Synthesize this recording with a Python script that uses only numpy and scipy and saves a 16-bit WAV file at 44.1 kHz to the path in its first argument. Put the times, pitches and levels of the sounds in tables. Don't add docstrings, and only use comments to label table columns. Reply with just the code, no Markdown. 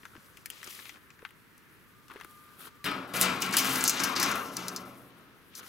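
import sys
import numpy as np
from scipy import signal
from scipy.fft import rfft, irfft
from scipy.io import wavfile
from scipy.ndimage import uniform_filter1d

SR = 44100
rng = np.random.default_rng(int(sys.argv[2]) if len(sys.argv) > 2 else 0)


def int16_out(signal):
    q = np.round(np.clip(np.atleast_2d(signal).T, -1, 1) * 32767)
    wavfile.write(sys.argv[1], SR, q.astype(np.int16))


N = 250488
T = np.arange(N) / SR
KNOCK_HZ, BRIGHT_HZ, CRACK_HZ, SIZZLE_HZ = 800, 1700, 3600, 8500
HISS_TOP_HZ = 15800

# f/Hz, width/Hz, relative level/dB
BLADE_RINGS = [(4440, 2000, 0.5), (5440, 330, 4), (5920, 200, 1.5), (6300, 900, -11), (6420, 280, -8.5),
               (8700, 370, -13)]
# f/Hz, likeness/0-1
NEAR_LIKENESS = [(1000, 1), (4000, 0.96), (12000, 1)]


def sheet(bright, clang, boom):
    # t/s, push/dB
    blows = [(2.843, -12), (3.139, -3.5), (3.214, -6.5), (4.002, -12)]
    shares = undb([6 * walk(6) for _ in range(6)])
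    shares = shares / np.sqrt(np.sum(shares ** 2, axis=0))
    spots = [sheet_tap(size=28000) for _ in range(6)]
    ranges = (bright, BRIGHT_HZ, 14000), (clang, KNOCK_HZ, BRIGHT_HZ), (boom, 50, KNOCK_HZ)
    out = 0
    for gain, lo_hz, hi_hz in ranges:
        force = gain * grit(spread_db=1.5, per_s=900) * rng.standard_normal(N)
        if gain is boom:
            for start, db in blows:
                force[int(start * SR)] += undb(db)
        for share, spot in zip(shares, spots):
            tap = band(spot, lo_hz, hi_hz)
            tap = tap / np.sqrt(np.sum(np.mean(tap, axis=0) ** 2))
            out = out + signal.fftconvolve((force * share)[None], tap, axes=1)[:, :N]
    return out


def sheet_tap(size):
    # f/Hz, relative level/dB, time to fade by 60 dB/s
    sheet_tones = [(129, -11, .5), (185, -1, .5), (210, 3, .55), (265, 4.5, .45), (305, -4, .5),
                   (365, -2, .5), (436, -5, .4), (458, -11, .4), (651, -12, .4), (878, -10, .5),
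                   (1040, -5, .5), (1082, -3, .5), (1179, -2, .45), (1270, -3, .45), (1346, -1.5, .45),
                   (1405, -1, .45), (1582, -6, .45), (1711, -7, .4), (2036, -11, .25), (2261, -10, .22),
                   (2552, -10, .22), (2691, -11, .22)]
    # f/Hz, relative level/dB
    wash_colour = [(35, -55), (60, -18.5), (174, -3), (232, -6), (265, 6), (331, -4.5), (361, -4),
                   (576, -5.5), (900, -6.5), (1050, -0.5), (1400, -3), (1560, -9.5), (2900, -10.5),
                   (3790, -14), (6170, -25.5), (12000, -46), (15600, -53), (22000, -120)]
    # f/Hz, time to fade by 60 dB/s
    wash_fade = [(100, 0.76), (300, 0.84), (1200, 0.67), (3500, 0.087), (10000, 0.015)]
    # f/Hz, likeness/0-1
    wash_likeness = [(30, 0.2), (100, 0.86), (400, 0.91), (1000, 0.8), (2200, 0.81), (5000, .9)]
    # f/Hz, left minus right/dB
    sheet_pan = [(100, -1), (300, 0.5), (600, 1), (1200, 6.5), (2400, 7.5), (4500, 7), (10000, -14.5)]
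    # f/Hz, lead/radians
    sheet_lead = [(300, 0.03), (1120, 0.63), (1400, 0.8), (2700, -0.8), (4500, -1.06), (7000, -0.42)]
    t, hz = T[:size], np.fft.rfftfreq(size, 1 / SR)
    spectrum = rfft(stereo_noise(size, wash_likeness)) * undb(over_hz(wash_colour, hz))
    wash = tones = 0
    for centre_hz in 44 * 2. ** np.arange(9):
        fade_s = over_hz(wash_fade, centre_hz)
        octave = np.clip(1 - np.abs(np.log2((hz + 1) / centre_hz)), 0, 1)
        wash = wash + irfft(spectrum * octave, size) * die_away(t, fade_s) / np.sqrt(fade_s)
    scatter = np.minimum(hz / KNOCK_HZ, 1) * rng.standard_normal((2, 1))
    pan_db = over_hz(sheet_pan, hz) - scatter[0]
    lead = over_hz(sheet_lead, hz) + 0.17 * scatter[1]
    for tone_hz, db, fade_s in sheet_tones:
        strength = undb(db + 2.5 * rng.standard_normal())
        tone_hz = tone_hz * (1 + 0.006 * rng.standard_normal())
        wave = np.sin(2 * np.pi * tone_hz * t + 7 * rng.random())
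        tones = tones + strength * wave * die_away(t, fade_s)
    tap = unit(wash) + undb(-2.5) * unit(tones)
    return irfft(pan(rfft(tap), pan_db) * left_ahead(lead), size)


def strokes():
    # t/s, length/s, bright/dB, clang/dB, boom/dB, hiss/dB, fine hiss/dB,
    # base fade/(dB per s)
    blade_strokes = [(2.844, 0.22, -33, -35.5, -33.5, -58, -55, 80),
                     (3.072, 0.078, -53.5, -47.5, -49.5, -63, -63, -12),
                     (3.134, 0.094, -37, -36, -40, -39, -38.5, -7),
                     (3.215, 0.22, -27, -31.5, -30.5, -27, -49, 71.5),
                     (3.411, 0.13, -33, -38, -35.5, -37, -45, 64),
                     (3.523, 0.13, -33.5, -37, -38.5, -33.5, -44, 1),
                     (3.642, 0.23, -34, -37, -37.5, -31.5, -37.5, 10),
                     (3.898, 0.088, -37, -38, -40.5, -44, -48, 1),
                     (3.99, 0.15, -34.5, -32, -35.5, -40.5, -45, 33),
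                     (4.151, 0.14, -35, -35, -36.5, -45, -49.5, -13),
                     (4.291, 0.104, -36, -33, -37, -43.5, -46.5, 66),
                     (4.395, 0.21, -48, -48.5, -42, -51, -52.5, 29),
                     (4.562, 0.28, -45.5, -43, -40.5, -48.5, -56, 31),
                     (4.851, 0.26, -56.5, -57.5, -47.5, -65, -59, 51),
                     (5.141, 0.66, -68.5, -61.5, -55.5, -92.5, -75, 43.5)]
    land_s, lift_s = 0.003, 0.004
    fade_factors = 1.33, 1, 1, 2, 0.75
    power = np.zeros((5, N))
    for start, length, *levels_db, base_fade in blade_strokes:
        span = slice(int(start * SR), int((start + length + 10 * lift_s) * SR))
        t = T[span] - T[span][0]
        contact = rise(t, land_s) * np.exp(-np.clip(t - length, 0, None) / lift_s)
        for row, db, factor in zip(power, levels_db, fade_factors):
            row[span] += (contact * undb(db - base_fade * factor * t)) ** 2
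    return np.sqrt(power)


def snaps():
    # t/s, knock gain/dB, knock f/Hz, crack gain/dB, crack f/Hz,
    # sizzle gain/dB, base tick fade/s, rattle against tick/dB, base rattle fade/s
    blade_snaps = [(2.8422, -34.5, 1930, -24, 4200, -30, 0.0045, -10, 0.14),
                   (2.8603, -26.5, 1390, -46, 4000, -32.5, 0.0026, -7, 0.17),
                   (2.915, -29, 1400, -40, 4000, -36, 0.0057, -10, 0.04),
                   (3.1391, -25.5, 1310, -43, 6000, -50, 0.0068, -11.5, 0.3),
                   (3.2125, -20, 2870, -8, 6700, -4.2, 0.0056, -18, 0.25),
                   (3.405, -46, 1400, -36, 5900, -34, .005, -6, 0.055),
                   (3.4202, -26.5, 2900, -16.5, 6050, -23, 0.0054, -5.5, 0.071),
                   (3.463, -40, 1410, -32, 6000, -33, .005, -6, 0.057),
                   (3.492, -25.5, 2300, -39, 5000, -34, 0.0054, -13, .03),
                   (3.509, -40, 1400, -32, 7800, -36, 0.0045, -2, 0.043),
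                   (3.5279, -34, 1400, -31, 6200, -35, 0.004, -8, 0.078),
                   (3.538, -23, 1380, -26, 5470, -26, .005, -5, 0.093),
                   (3.5685, -18, 2960, -9, 4980, -6.5, 0.0036, -10, 0.1),
                   (3.5837, -31, 3000, -16, 5630, -19.5, .005, -4.5, 0.2),
                   (3.693, -45, 1400, -40, 7500, -26, 0.0046, -4, .04),
                   (3.7567, -31, 1400, -22.5, 5500, -24.5, .004, -1, 0.05),
                   (3.809, -50, 1400, -16, 7050, -29, .005, -9, 0.052),
                   (3.8398, -30, 2800, -1, 7650, -3.5, 0.0026, -23, 0.11),
                   (3.8775, -43, 1400, -9, 6100, -16.5, 0.0064, -3, 0.079),
                   (3.895, -30.5, 2570, -10.5, 6700, -13, 0.0044, -8, 0.1),
                   (4.0005, -31, 1400, -21.5, 6300, -37, 0.0055, -2.5, 0.064),
                   (4.0354, -33, 2800, -17.5, 5640, -25.5, 0.0032, -2.5, 0.13),
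                   (4.1614, -33.5, 1390, -20.5, 4770, -42, 0.0049, 0.5, 0.096),
                   (4.1985, -51, 1340, -19.5, 5050, -25.5, 0.0065, -1, 0.075),
                   (4.214, -43, 1400, -22, 5600, -45, .006, 0.5, .05),
                   (4.2278, -26.5, 1380, -13.5, 5650, -20, .005, -6, 0.12),
                   (4.261, -36, 1400, -32, 5300, -25, .004, -24, 0.13),
                   (4.286, -43, 1400, -31, 6300, -51, .005, -5, 0.08),
                   (4.3135, -29, 1400, -24, 6300, -32, .005, -8, 0.1),
                   (4.3564, -27.5, 1380, -43, 7000, -28, .005, -7.5, 0.06),
                   (4.38, -48, 1400, -36, 6000, -37, 0.0037, -10, .03),
                   (4.568, -47, 1400, -20, 5340, -26.5, 0.0063, -5, 0.036),
                   (4.6823, -42, 1400, -18.5, 5500, -25, 0.0068, -9.5, 0.065),
                   (4.762, -52, 1400, -20.5, 5440, -31, 0.0082, -7, 0.074)]
    # t/s, knock gain/dB, knock f/Hz, crack gain/dB, sizzle gain/dB
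    case_ticks = [(0.0324, -45, 1570, -62, -65), (0.0532, -35.5, 1540, -39, -45),
                  (0.1522, -45, 1220, -64, -66), (0.165, -46, 1560, -57, -65),
                  (0.371, -42.5, 2420, -41.5, -41.5), (0.4587, -35, 2050, -29.5, -27.5),
                  (0.5018, -35.5, 3020, -33, -26.5), (0.63, -37, 2040, -38, -39),
                  (0.6427, -60, 1710, -30.5, -37), (0.6745, -40, 2280, -31, -43),
                  (0.704, -45.5, 2600, -35, -48), (0.7068, -41, 2550, -36, -37),
                  (0.75, -50, 2370, -37, -39), (0.791, -40, 1800, -39, -60), (0.855, -34, 2550, -42, -52),
                  (0.893, -32.5, 2180, -34, -48), (0.958, -43, 1270, -60, -65), (.97, -49, 1100, -68, -66),
                  (1.1036, -46.5, 2200, -45, -56), (1.1913, -47.5, 1780, -54, -67),
                  (1.221, -47, 1100, -60, -64), (1.2504, -28, 1620, -45, -49), (1.29, -52, 3320, -52, -56),
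                  (1.307, -48, 1320, -66, -50), (1.5795, -68, 1600, -50, -49),
                  (2.0822, -47.5, 1240, -46, -51), (2.1, -43, 1240, -55, -63), (2.109, -40, 1190, -56, -60),
                  (2.115, -39.5, 1150, -61, -50), (2.137, -51, 1120, -53, -49),
                  (2.1603, -41, 1150, -62, -58), (2.166, -41, 1890, -60, -60), (2.175, -49, 1300, -62, -62),
                  (2.2, -42, 1630, -44, -61), (2.211, -34.5, 1700, -44, -45), (2.235, -48, 1980, -46, -54),
                  (2.2463, -40.5, 1200, -49, -39.5), (2.3095, -56, 1160, -63, -47),
                  (2.5938, -53, 1150, -63, -43), (2.6727, -41, 1280, -66, -61),
                  (5.553, -59, 1250, -31, -51), (5.558, -60, 1250, -42, -51), (5.5935, -43, 1420, -52, -58),
                  (5.633, -55, 1500, -52, -48), (5.653, -58, 1300, -56, -50), (5.664, -47, 1080, -43, -50)]
    hits = [(*row[:-1], 5600, row[-1], 0.0051, -10.5, 0.053, 7.5) for row in case_ticks]
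    hits += [(*row, 3.5) for row in blade_snaps]
    size = 8192
    tracks = np.zeros((3, 2, N + size))
    for start, knock_db, knock_hz, crack_db, crack_hz, sizzle_db, *shape, pan_db in hits:
        knock = snap_burst(size, *shape, stretch=1.1, click_db=8)
        knock = knock + undb(12.5) * ring(knock, knock_hz, 640)
        crack = snap_burst(size, *shape, stretch=1, click_db=9.5)
        crack = undb(-10) * crack + ring(ring(crack, crack_hz, 3500), crack_hz, 3500)
        sizzle = snap_burst(size, *shape, stretch=0.55, click_db=6.5)
        i = int(start * SR)
        for track, burst, db in zip(tracks, (knock, crack, sizzle), (knock_db, crack_db, sizzle_db)):
            track[:, i:i + size] += pan(undb(db) * burst, pan_db)
    knocks, cracks, sizzles = tracks[:, :, :N]
    knocks = band(knocks, KNOCK_HZ, CRACK_HZ, order=4)
    cracks = band(blade(cracks, BLADE_RINGS, ring_db=-21.5, flex_db=-1.5), CRACK_HZ, SIZZLE_HZ)
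    sizzles = band(sizzles + undb(2.5) * ring(sizzles, 9220, 4000), SIZZLE_HZ, 22000, order=2)
    return knocks, cracks + sizzles


def snap_burst(size, tick_s, rattle_db, rattle_s, stretch, click_db):
    t = T[:size]
    noise = stereo_noise(size, NEAR_LIKENESS)
    noise = noise / np.sqrt(np.mean(noise[:, :64] ** 2)) * rise(t, 0.00034)
    tick = die_away(t, tick_s * stretch)
    rattle = undb(rattle_db) * rise(t, 0.0016) * die_away(t, rattle_s * stretch)
    burst = noise * (tick + rattle)
    burst[:, 8] += undb(click_db)
    return burst


def blade(x, rings, ring_db=0, flex_db=2.5):
    hooked_s, loose_db, tight_db = 3.85, -12, 7.5
    ringing = sum(undb(db + flex_db * walk(14)) * ring(x, hz, width) for hz, width, db in rings)
    return x + undb(ring_db + np.where(T < hooked_s, loose_db, tight_db)) * ringing


def rub(hiss_gain, fine_gain):
    # f/Hz, width/Hz, relative level/dB
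    top_rings = [(11000, 390, -25.5), (12400, 1200, -21.5)]
    catches = grit(spread_db=1.6, per_s=1500)
    noise, fine_noise = (stereo_noise(N, NEAR_LIKENESS) * catches for _ in range(2))
    hiss = band(blade(noise, BLADE_RINGS), CRACK_HZ, SIZZLE_HZ)
    hiss = unit(hiss) * hiss_gain * undb(1.8 * walk(44))
    fine = band(blade(fine_noise, top_rings), 8000, 14000, order=1)
    fine = cut_above(band(fine, SIZZLE_HZ, 19000), HISS_TOP_HZ)
    fine = unit(fine) * fine_gain * undb(2.6 * walk(40))
    return pan(hiss + fine, 3.1)


def out_of_step(x):
    # f/Hz, lead/radians
    near_lead = [(0, 0), (1120, 0.9), (2240, -0.0), (2930, 0.2), (3620, -0.8), (4310, 0.78), (4910, -1.2),
                 (6890, -0.0), (10300, -1.1), (11500, -0.2), (11900, -0.76), (14100, -0.1), (15800, 0.0),
                 (16500, 0.5)]
    lead = over_hz(near_lead, np.fft.rfftfreq(N, 1 / SR))
    return irfft(rfft(x) * left_ahead(lead), N)


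def handling():
    # t/s, hollow rustle/dB, rasp/dB, hiss/dB, fine hiss/dB
    hand_levels = [(0.0, -64, -78, -66.5, -69), (.49, -68, -71, -64, -66.5), (.52, -58, -54.5, -52, -64),
                   (.6, -65.5, -58.5, -55.5, -59), (.66, -54, -54.5, -53, -56),
                   (.72, -63.5, -56, -49, -50.5), (.8, -58.5, -55.5, -53.5, -55),
                   (.9, -65, -56, -56, -56.5), (.95, -58, -62, -58, -67), (.99, -65, -70, -70, -70.5),
                   (1.45, -76, -80, -73.5, -72.5), (2.07, -72, -77, -71, -72),
                   (2.1, -54.5, -67, -67, -67.5), (2.3, -65.5, -66.5, -65, -66.5),
                   (2.57, -60.5, -68, -67, -67), (2.61, -52.5, -56.5, -58, -53.5),
                   (2.68, -52, -56, -55, -59), (2.7, -64, -70, -68, -67), (3.1, -82, -77.5, -69, -86),
                   (5.5, -76.5, -70.5, -85, -72.5), (5.546, -71, -61.5, -76, -73),
                   (5.552, -62, -61, -51, -49), (5.6, -55, -60, -54.5, -54.5), (5.612, -55, -59, -72, -71),
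                   (5.68, -57.5, -60, -61, -55)]
    times, *columns = np.transpose(hand_levels)
    return [undb(np.interp(T, times, db)) for db in columns]


def hands(hollow_gain, rasp_gain):
    # t/s, level/dB, f/Hz
    bumps = [(0.034, -48, 304), (0.158, -41.5, 330), (.18, -43.5, 221), (0.677, -42, 358),
             (1.227, -41.5, 463), (2.098, -52, 250), (2.111, -45, 354), (2.159, -36.5, 410),
             (2.249, -44, 332)]
    thuds, t = np.zeros(N), T[:8192]
    shape = rise(t, 0.0005) * die_away(t, 0.031)
    for start, db, hz in bumps:
        thuds[int(start * SR):][:len(t)] += undb(db) * shape * np.sin(2 * np.pi * hz * t)
    noise = stereo_noise(N, likeness=[(300, 0.9), (2000, 0.09)]) * grit(spread_db=2.5, per_s=500)
    noise = noise * undb(2.2 * walk(6.2))
    case_ring = noise + undb(30) * ring(noise, 1365, 440)
    hollow = hollow_gain * unit(band(case_ring, 1090, BRIGHT_HZ, order=2))
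    rasp = rasp_gain * unit(band(noise, BRIGHT_HZ, 3800, order=2))
    rumble = hollow_gain * undb(-7) * unit(band(noise, 150, 560, order=2))
    return pan(hollow, 2) + pan(rasp, 10) + pan(thuds + rumble, 0.65)


def whistle():
    # t/s, length/s, f/Hz, level/dB
    notes = [(1.81, 0.33, 1206, -67.5), (2.168, 0.39, 1205, -58.5), (2.692, 0.085, 1205, -63),
             (2.78, 0.11, 1170, -58)]
    sag_hz_per_s, waver_hz, waver_db = 15.26, 2, 2
    out = 0
    for start, length, hz, db in notes:
        t = np.clip(T - start, 0, length)
        pitch = hz - sag_hz_per_s * (t - length / 2) + waver_hz * walk(24.6)
        swell = np.abs(np.sin(np.pi * (t / length) ** 1.3)) ** 0.42
        out = out + np.sqrt(2) * undb(db) * swell * np.sin(2 * np.pi * np.cumsum(pitch) / SR)
    return pan(out * undb(waver_db * walk(15)), 1.8)


def air():
    # f/Hz, relative level/dB
    air_colour = [(15, -40), (25, -6.5), (113, 5.5), (276, 2.5), (437, -1), (587, -11.5), (769, -14),
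                  (955, -6), (1280, -2.5), (1780, -2.5), (5230, -21), (7630, -27.5), (11400, -24.5),
                  (15800, -18)]
    # f/Hz, likeness/0-1
    air_likeness = [(30, 0.2), (60, 0.2), (300, 0.36), (700, 1), (1400, 0.4), (3000, 0.06), (7000, 0.2),
                    (15000, 0.13)]
    hz = np.fft.rfftfreq(N, 1 / SR)
    spectrum = rfft(stereo_noise(N, air_likeness)) * undb(over_hz(air_colour, hz)) * (hz < HISS_TOP_HZ)
    hush = 0
    for lo_hz in 25 * 2 ** np.arange(10.):
        octave = irfft(spectrum * (hz >= lo_hz) * (hz < 2 * lo_hz), N)
        hush = hush + octave * undb(0.8 * walk(3.7))
    return pan(unit(hush) * undb(-59), 0.62)


def stereo_noise(size, likeness):
    alike = np.clip(over_hz(likeness, np.fft.rfftfreq(size, 1 / SR)), 0, 1)
    mid, side = rfft(rng.standard_normal((2, size)))
    return irfft(mid * np.sqrt((1 + alike) / 2) + np.array([[1], [-1]]) * side * np.sqrt((1 - alike) / 2))


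def walk(per_s):
    hold = int(SR / per_s)
    steps = np.repeat(rng.standard_normal(N // hold + 1), hold)
    return 1.18 * uniform_filter1d(steps, hold)[:N]


def grit(spread_db, per_s):
    hold = int(SR / per_s)
    sizes = np.minimum(rng.exponential(size=N // hold + 1), 4)
    return unit(np.repeat(undb(spread_db * sizes), hold)[:N])


def over_hz(table, hz):
    row_hz, values = np.transpose(table)
    return np.interp(np.log(hz + 1), np.log(row_hz + 1), values)


def undb(db):
    return 10 ** (np.asarray(db) / 20)


def unit(x):
    return x / np.sqrt(np.mean(x ** 2))


def rise(t, rise_s):
    return np.minimum(t / rise_s, 1)


def die_away(t, fade_s):
    return 1000 ** (-t / fade_s)


def pan(x, left_db):
    return x * undb(np.array([[.5], [-.5]]) * left_db)


def left_ahead(radians):
    return np.exp(np.array([[.5j], [-.5j]]) * radians)


def ring(x, hz, width_hz):
    return signal.lfilter(*signal.iirpeak(hz, hz / width_hz, SR), x)


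def band(x, lo_hz, hi_hz, order=3):
    return signal.sosfilt(signal.butter(order, [lo_hz, hi_hz], "band", fs=SR, output="sos"), x)


def cut_above(x, top_hz):
    return signal.sosfilt(signal.ellip(10, .2, 80, top_hz, fs=SR, output="sos"), x)


def scene():
    bright, clang, boom, slide, fine_slide = strokes()
    hollow, rasp, hiss, fine_hiss = handling()
    knocks, cracks = snaps()
    rubbing = rub(np.hypot(slide, hiss), np.hypot(fine_slide, fine_hiss))
    steel = out_of_step(cracks + rubbing)
    return sheet(bright, clang, boom) + steel + knocks + hands(hollow, rasp) + whistle() + air()


def record(dry):
    rounded = np.tanh(dry)
    body = signal.sosfiltfilt(signal.butter(12, HISS_TOP_HZ, fs=SR, output="sos"), rounded)
    treble = rounded - body
    return cut_above(body + undb(-18) * treble, top_hz=16850)


dry = scene()
out = record(dry)
int16_out(out)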